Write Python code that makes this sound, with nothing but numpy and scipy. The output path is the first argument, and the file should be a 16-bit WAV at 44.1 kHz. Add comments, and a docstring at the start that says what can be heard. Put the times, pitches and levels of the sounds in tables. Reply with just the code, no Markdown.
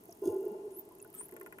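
"""Bubbles and dolphins in open sea

Underwater, two microphones inside a camera housing, whose air rings with churn and knocks. Close by, a gush of
bubbles gurgles and fizzes; single bubbles ping and small snaps crack. Out in the water two dolphins click in
trains, a nearer one knocks slowly, and two whistles rise, the first led in by a few snaps, smeared by scatter
off the surface. Steady sea noise lies behind it all."""
import sys
import numpy as np
from scipy import signal
from scipy.io import wavfile
from scipy.ndimage import uniform_filter1d

SR = 44100
rng = np.random.default_rng(int(sys.argv[2]) if len(sys.argv) > 2 else 0)


def materialize(psi):
    """Save the field psi as 16-bit PCM at rate SR to the path in sys.argv[1].

    A 1-D psi becomes a single channel; in a 2-D psi each row is a channel.
    """
    bounded = np.clip(np.atleast_2d(psi).T, -1, 1)
    quanta = np.round(bounded * 32767).astype(np.int16)
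    wavfile.write(sys.argv[1], SR, quanta)


N = 70560

# Churn of the water close by: time_s, level_db
CHURN_LEVELS = [(0, -72), (.21, -68), (.232, -45), (.3, -47.5), (.43, -54.5), (.55, -54), (.63, -58),
                (.7, -60), (.8, -64), (.95, -66.5), (1.28, -65.5), (1.33, -61), (1.6, -67)]
GURGLE_DB, GURGLE_PER_S = 31, 900
# Air modes of the housing: pitch_hz, width_hz, churn_db, knock_db, stereo_turn_rad
AIR_MODES = [(346.2, 141, -5, -34, 0.11), (412, 97, 0, -1.5, -0.069), (636.7, 102, -12, 0.5, -0.16),
             (682, 107, -19, -4, 0.026), (853, 69, -9.5, -24, 0.78), (1037.4, 53, -20.5, 2.5, -0.39),
             (1416, 42.3, -24.5, 2.5, -0.43), (1780, 106, -53, 6, 1.25), (2040, 42, -58, -1, -0.58),
             (2340, 185, -47, -5, 1.07), (2807, 53, -31.5, -42, -0.53)]
# Big bubbles of the gush: peak_s, level_db, pitch_hz, length_s
BIG_BUBBLES = [(.228, -30.5, 399.6, 0.019), (0.251, -44, 406, 0.015), (0.264, -29.5, 321, 0.018),
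               (.281, -23.5, 360.4, 0.023), (0.301, -34, 447, 0.038), (0.341, -28.5, 375, 0.026),
               (0.367, -26, 395.6, 0.0216), (0.396, -34, 382, 0.031), (.422, -33.5, 380, 0.03),
               (0.445, -34, 420, 0.013), (0.455, -32.5, 396, 0.0145), (0.469, -27.5, 394, 0.0158),
               (0.503, -36, 405.4, 0.046), (0.536, -40.5, 421, 0.047), (0.567, -39.5, 420, 0.025),
               (0.607, -41, 389, 0.048), (0.652, -38, 421, 0.055), (0.676, -38.5, 395, 0.021),
               (0.721, -42, 384, 0.028), (0.774, -43, 362, 0.027), (1.332, -41, 383, 0.016),
               (1.414, -45, 402, 0.022)]
GULP_GLIDE, GULP_TURN = 0.13, -0.075  # share of pitch climbed; lean to the right microphone
# Fizz of the gush: time_s, level_db
FIZZ_LEVELS = [(0, -71.5), (0.209, -68.5), (.245, -54.5), (.3, -56.5), (.35, -64), (.46, -65.5), (.56, -73),
               (1.6, -106)]
# Cracks within the fizz: start_s, level_db
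FIZZ_CRACKS = [(.2545, -38), (.2735, -41)]
# Resonances of the housing's port: centre_hz, width_hz, gain_db
PORT_MODES = [(3430, 250, -15.5), (5300, 1140, -9.5), (6540, 500, -4.5), (8500, 510, -6), (10800, 660, -1),
              (13300, 3000, -3)]
CRACK_T60_S, FIZZ_PER_S = .012, 9000

# Sonar clicks of two dolphins: start_s, level_db
SONAR_CLICKS = [(0.0084, -53.5), (0.037, -48.5), (0.0545, -44.5), (0.0833, -51), (0.1045, -52),
                (0.1266, -45), (0.15, -53), (0.1715, -51), (0.194, -52.5), (0.2159, -49.5), (0.2375, -52),
                (0.259, -54), (0.282, -48), (0.302, -46), (0.322, -47), (0.3433, -48), (0.3636, -49),
                (0.3842, -50), (0.407, -49), (0.4286, -49), (0.452, -48), (0.4805, -49), (0.517, -49),
                (0.653, -54.5), (0.817, -52), (0.852, -49), (0.8886, -48.5), (0.921, -50), (0.9507, -47),
                (0.9846, -47), (1.0163, -47), (1.046, -46), (1.0748, -50.5), (1.1014, -48), (1.1278, -48),
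                (1.1383, -54), (1.1544, -52), (1.181, -45), (1.2093, -44), (1.233, -46), (1.2587, -55),
                (1.284, -45), (1.3116, -44.5), (1.3389, -45), (1.3982, -45.5), (1.4315, -46), (1.4714, -48)]
# Spectrum of a click: frequency_hz, level_db
CLICK_SPECTRUM = [(5000, -32), (8000, -34), (10000, -1.5), (12500, 3), (14500, 0), (16000, 7)]
CLICK_DB, CLICK_RISE_S, CLICK_T60_S = -3.5, 0.00069, 0.01
CLICK_TAIL_DB, CLICK_TAIL_T60_S = -11.5, 0.027
# Slow knocks of the near dolphin: start_s, tick_db, housing_db
NEAR_KNOCKS = [(1.2088, -64, -59), (1.2907, -48, -62.5), (1.3229, -49, -59), (1.3645, -42, -54),
               (1.4116, -44.5, -53.5), (1.4619, -45, -50.5), (1.5245, -45.5, -51.5), (1.5852, -46.5, -51.5)]
# Spectrum of a knock's tick: frequency_hz, level_db
TICK_SPECTRUM = [(4500, -14), (6500, 5.5), (9500, 7), (11500, 15.5), (14000, 6), (16000, 3)]
TICK_DB, TICK_T60_S = -5, 0.024
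KNOCK_BODY_DB, KNOCK_BODY_T60_S, KNOCK_WIDEN, KNOCK_BLOW = 13.5, 0.06, 3, 13.9
# Whistle contours, one list each: time_s, pitch_hz, level_db
WHISTLE_CONTOURS = [
    [(.731, 10250, -66.5), (.742, 10600, -60), (.75, 10950, -55), (.76, 11030, -56), (.795, 14200, -46.5),
     (.802, 14300, -60), (.811, 15170, -53), (.818, 15000, -73)],
    [(1.156, 8200, -61), (1.168, 8380, -58), (1.184, 8440, -47.5), (1.198, 8740, -45), (1.228, 9720, -53),
     (1.247, 10070, -55), (1.257, 11300, -54.5), (1.265, 13000, -60), (1.272, 14200, -74)],
]
# Place of each whistle: left_over_right_db
WHISTLE_SIDES = [.5, 3]
# Breathy spread around each whistle: level_db
WHISTLE_BREATH = [-13.5, -24]
WHISTLE_WOBBLE_HZ, WHISTLE_FLUTTER_DB, BREATH_HZ = 153, 2, 1580
SCATTER_DB, SCATTER_T60_S = -0.5, 0.021
# Rasp under each whistle: start_s, length_s, level_db, fade_db
WHISTLE_RASPS = [(0.704, 0.067, -65, -16), (1.136, 0.137, -57.5, -8)]
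# Spectrum of a rasp: frequency_hz, level_db
RASP_SPECTRUM = [(1000, 0.5), (3300, -6), (4500, -19), (7500, -9), (9500, -3), (12300, -1.5), (14500, -3),
                 (16000, -12)]
RASP_EDGE_S = 0.0031

# Single bubbles: start_s, level_db, pitch_hz, t60_s
LONE_BUBBLES = [(.09, -47, 678, 0.1), (0.085, -45.5, 364, 0.023), (0.272, -48.5, 98, 0.11),
                (0.264, -43, 182, 0.033), (.506, -47, 206, 0.1), (0.91, -53.5, 1007, 0.1),
                (0.998, -59.5, 2660, 0.053), (1.048, -53, 1464, 0.047), (1.142, -62, 1280, 0.25),
                (1.2075, -47.5, 990, 0.03)]
PING_RISE_CYCLES = 3.12
# Small snaps: start_s, level_db, centre_hz; the two near 0.71 s lead into the first whistle
SMALL_SNAPS = [(0.094, -52.5, 5860), (0.111, -49.5, 6550), (0.108, -49, 11100), (.124, -44, 5680),
               (.706, -58, 6800), (.721, -51.5, 9300), (1.001, -47, 6980), (1.026, -34.5, 10470),
               (1.142, -38, 10840), (1.15, -35, 12400)]
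SNAP_T60_S, SNAP_WIDTH, SNAP_RING_DB = 0.018, 0.099, -5.5
# Spectrum of the open sea: frequency_hz, level_db
SEA_SPECTRUM = [(15, -62), (25, -23), (285, -7), (384, -9.5), (516, -39), (659, -2), (775, -19.5),
                (1020, -14.5), (1190, -24.5), (2760, -29.5), (3720, -34.5), (12500, -31), (16000, -47)]
# Likeness of noise at the two microphones: frequency_hz, correlation
MIC_LIKENESS = [(30, 0.79), (80, 0.84), (300, 0.99), (700, -0.29), (2500, -0.54), (5000, 0.2),
                (15000, 0.55)]
SEA_DB, CUTOFF_HZ = -61, 16500


def gurgle():
    """Close by, churning water drives the housing with dense, uneven pops."""
    level = amp(np.interp(np.arange(N) / SR, *np.transpose(CHURN_LEVELS)) + GURGLE_DB)
    return housing(level * pops(GURGLE_PER_S, spread_db=2.5))


def gulps():
    """Big bubbles swell out of the gush, each climbing in pitch as it rings."""
    out = 0
    for s, db, hz, length in BIG_BUBBLES:
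        t = np.arange(N) / SR - s
        swell = np.cos(np.pi * np.clip(t / length, -.5, .5))
        phase = 2 * np.pi * hz * t * (1 + GULP_GLIDE * t / length / 2)
        out = out + amp(db) * swell * np.sin(phase)
    return out * (1 + GULP_TURN * np.array([[1], [-1]]))


def fizz():
    """Tiny pops, loudest at the gush and bunched into cracks, ring in the port."""
    level = amp(np.interp(np.arange(N) / SR, *np.transpose(FIZZ_LEVELS)))
    level += dying(*np.transpose(FIZZ_CRACKS), CRACK_T60_S)
    shared, *each_mic = [pops(FIZZ_PER_S, spread_db=5.0) for _ in range(3)]
    spit = level * (shared + 0.58 * np.array(each_mic))
    return sum(amp(db) * np.sqrt(SR / width / 20) * bandpass(spit, hz - width / 2, hz + width / 2)
               for hz, width, db in PORT_MODES)


def clicks():
    """Dolphin sonar: each click is a bright burst with a quick rise and a faint scattered tail."""
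    s, db = np.transpose(SONAR_CLICKS)
    burst = dying(s, db + CLICK_DB, CLICK_T60_S)
    tail = dying(s, db + CLICK_DB + CLICK_TAIL_DB, CLICK_TAIL_T60_S)
    pole = np.exp(-1 / (CLICK_RISE_S * SR))
    return signal.lfilter([1 - pole], [1, -pole], burst + tail) * noise(CLICK_SPECTRUM)


def knocks():
    """The near dolphin's broader clicks shake the housing: one blow, then a short rattle."""
    s, tick_db, body_db = np.transpose(NEAR_KNOCKS)
    drive = rng.standard_normal(N)
    drive[(s * SR).astype(int)] = KNOCK_BLOW
    shake = dying(s, body_db + KNOCK_BODY_DB, KNOCK_BODY_T60_S) * drive
    tick = dying(s, tick_db + TICK_DB, TICK_T60_S) * noise(TICK_SPECTRUM)
    return tick + housing(shake, knocked=True)


def whistles():
    """Dolphin whistles glide up and waver, smeared by scatter off the rippled surface."""
    direct, t = 0, np.arange(N) / SR
    for contour, side_db, breath_db in zip(WHISTLE_CONTOURS, WHISTLE_SIDES, WHISTLE_BREATH):
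        s, hz, db = np.transpose(contour)
        pitch_hz = np.interp(t, s, hz) + WHISTLE_WOBBLE_HZ * drift(155)
        level_db = np.interp(t, s, db, -200, -200) + WHISTLE_FLUTTER_DB * drift(160)
        tone = np.sqrt(2) * amp(level_db) * np.sin(2 * np.pi * np.cumsum(pitch_hz) / SR)
        breath = 1 + amp(breath_db) * drift(BREATH_HZ)
        direct = direct + tone * breath * amp([[side_db / 2], [-side_db / 2]])
    tail = rng.standard_normal((3, SR // 10)) * amp(-60 * t[:SR // 10] / SCATTER_T60_S)
    tail = tail[0] + 2.2 * tail[1:]  # a shared part, plus one for each microphone
    tail /= np.sqrt(np.sum(tail ** 2) / 2)
    return direct + amp(SCATTER_DB) * signal.fftconvolve(direct, tail, axes=1)[:, :N]


def rasps():
    """A grainy rasp fades under each whistle."""
    level, t = 0, np.arange(N) / SR
    for s, length, db, fade_db in WHISTLE_RASPS:
        gate = np.clip(np.minimum(t - s, s + length - t) / RASP_EDGE_S, 0, 1)
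        level = level + gate * amp(db + fade_db * (t - s) / length)
    return level * noise(RASP_SPECTRUM, flicker_db=3.0)


def ping(s, db, hz, t60):
    """A lone bubble rings on its own pitch: a sine that swells and dies."""
    t = np.maximum(np.arange(N) / SR - s, 0)
    rise_s = PING_RISE_CYCLES / hz
    swell = np.sin(np.pi / 2 * np.minimum(t / rise_s, 1)) ** 2
    decay = amp(-60 * np.maximum(t - rise_s, 0) / t60)
    return amp(db) * swell * decay * np.sin(2 * np.pi * hz * t)


def snaps():
    """Each small snap is a short ring inside a narrow crack of noise."""
    out, white = 0, rng.standard_normal(N) + 1.4 * rng.standard_normal((2, N))
    for s, db, hz in SMALL_SNAPS:
        hiss = rms_one(bandpass(white, hz * (1 - SNAP_WIDTH), hz * (1 + SNAP_WIDTH)))
        level = uniform_filter1d(dying([s], db - 8.5, SNAP_T60_S), size=40)
        out = out + level * hiss + ping(s, db + SNAP_RING_DB, hz, SNAP_T60_S)
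    return out


def housing(drive, knocked=False):
    """The housing's air rings in steep modes; each has its own gain and sign at each microphone."""
    out = 0
    for k, (hz, width, churn_db, knock_db, turn) in enumerate(AIR_MODES):
        r = np.exp(-np.pi * width * (KNOCK_WIDEN if knocked else 1) / SR)
        resonator = [(1 - r * r) / 2, 0, (r * r - 1) / 2, 1, -2 * r * np.cos(2 * np.pi * hz / SR), r * r]
        mode = amp(knock_db if knocked else churn_db) * signal.sosfilt([resonator, resonator], drive)
        mic_gains = np.cos(turn) + np.sin(turn) * np.array([[1], [-1]])
        out = out + (-1) ** k * mode * mic_gains
    return out


def sea():
    """The open sea all around: a steady, low wash."""
    return amp(SEA_DB) * noise(SEA_SPECTRUM)


def noise(spectrum, flicker_db=0):
    """Third-octave bands of stereo noise, each with its own level, flicker and likeness; rms 1."""
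    def at(table, hz):
        table_hz, values = np.transpose(table)
        return np.interp(np.log(hz), np.log(table_hz), values)

    bottom, top = spectrum[0][0], spectrum[-1][0]
    edges = np.geomspace(bottom, top, 2 + int(3 * np.log2(top / bottom)))
    out, white = 0, rng.standard_normal((2, 2, N + SR // 8))
    for k, (low, high) in enumerate(zip(edges, edges[1:])):
        centre_hz = np.sqrt(low * high)
        mid, side = bandpass(white[k % 2], low, high)[:, -N:]
        alike = np.clip(at(MIC_LIKENESS, centre_hz), -1, 1)
        gain = amp(at(spectrum, centre_hz) + (flicker_db * drift(120) if flicker_db else 0))
        out = out + gain * (np.sqrt(1 + alike) * mid + np.sqrt(1 - alike) * side * [[1], [-1]])
    return rms_one(out)


def pops(per_s, spread_db):
    """Random impulses of uneven size; rms 1."""
    hits = rng.random(N) < per_s / SR
    sizes = amp(spread_db * np.minimum(rng.exponential(1, N), 4))
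    return rms_one(hits * sizes * rng.choice([-1, 1], N))


def drift(rate_hz):
    """A smooth random wander; rms 1."""
    r = np.exp(-2 * np.pi * rate_hz / SR)
    return rms_one(signal.lfilter([1], [1, -2 * r, r * r], rng.standard_normal(N + SR // 2))[SR // 2:])


def dying(s, db, t60):
    """An envelope that jumps at each time and dies away."""
    marks = np.zeros(N)
    marks[(np.asarray(s) * SR).astype(int)] = amp(db)
    return signal.lfilter([1], [1, -amp(-60 / (t60 * SR))], marks + 1e-18)


def bandpass(x, low_hz, high_hz):
    return signal.sosfilt(signal.butter(2, [low_hz, high_hz], "band", fs=SR, output="sos"), x)


def amp(db):
    return 10 ** (np.asarray(db) / 20)


def rms_one(x):
    return x / np.sqrt(np.mean(x ** 2) + 1e-20)


def scene():
    """From inside the housing: sea noise under close bubbles and the dolphins."""
    water = sea() + gurgle() + gulps() + fizz() + snaps()
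    pings = sum(ping(*bubble) for bubble in LONE_BUBBLES)
    dolphins = clicks() + knocks() + whistles() + rasps()
    return water + pings + dolphins


def record(dry):
    """The camera cuts the highest treble steeply."""
    return signal.sosfilt(signal.cheby2(10, 50, CUTOFF_HZ, fs=SR, output="sos"), dry)


dry = scene()
out = record(dry)
materialize(out)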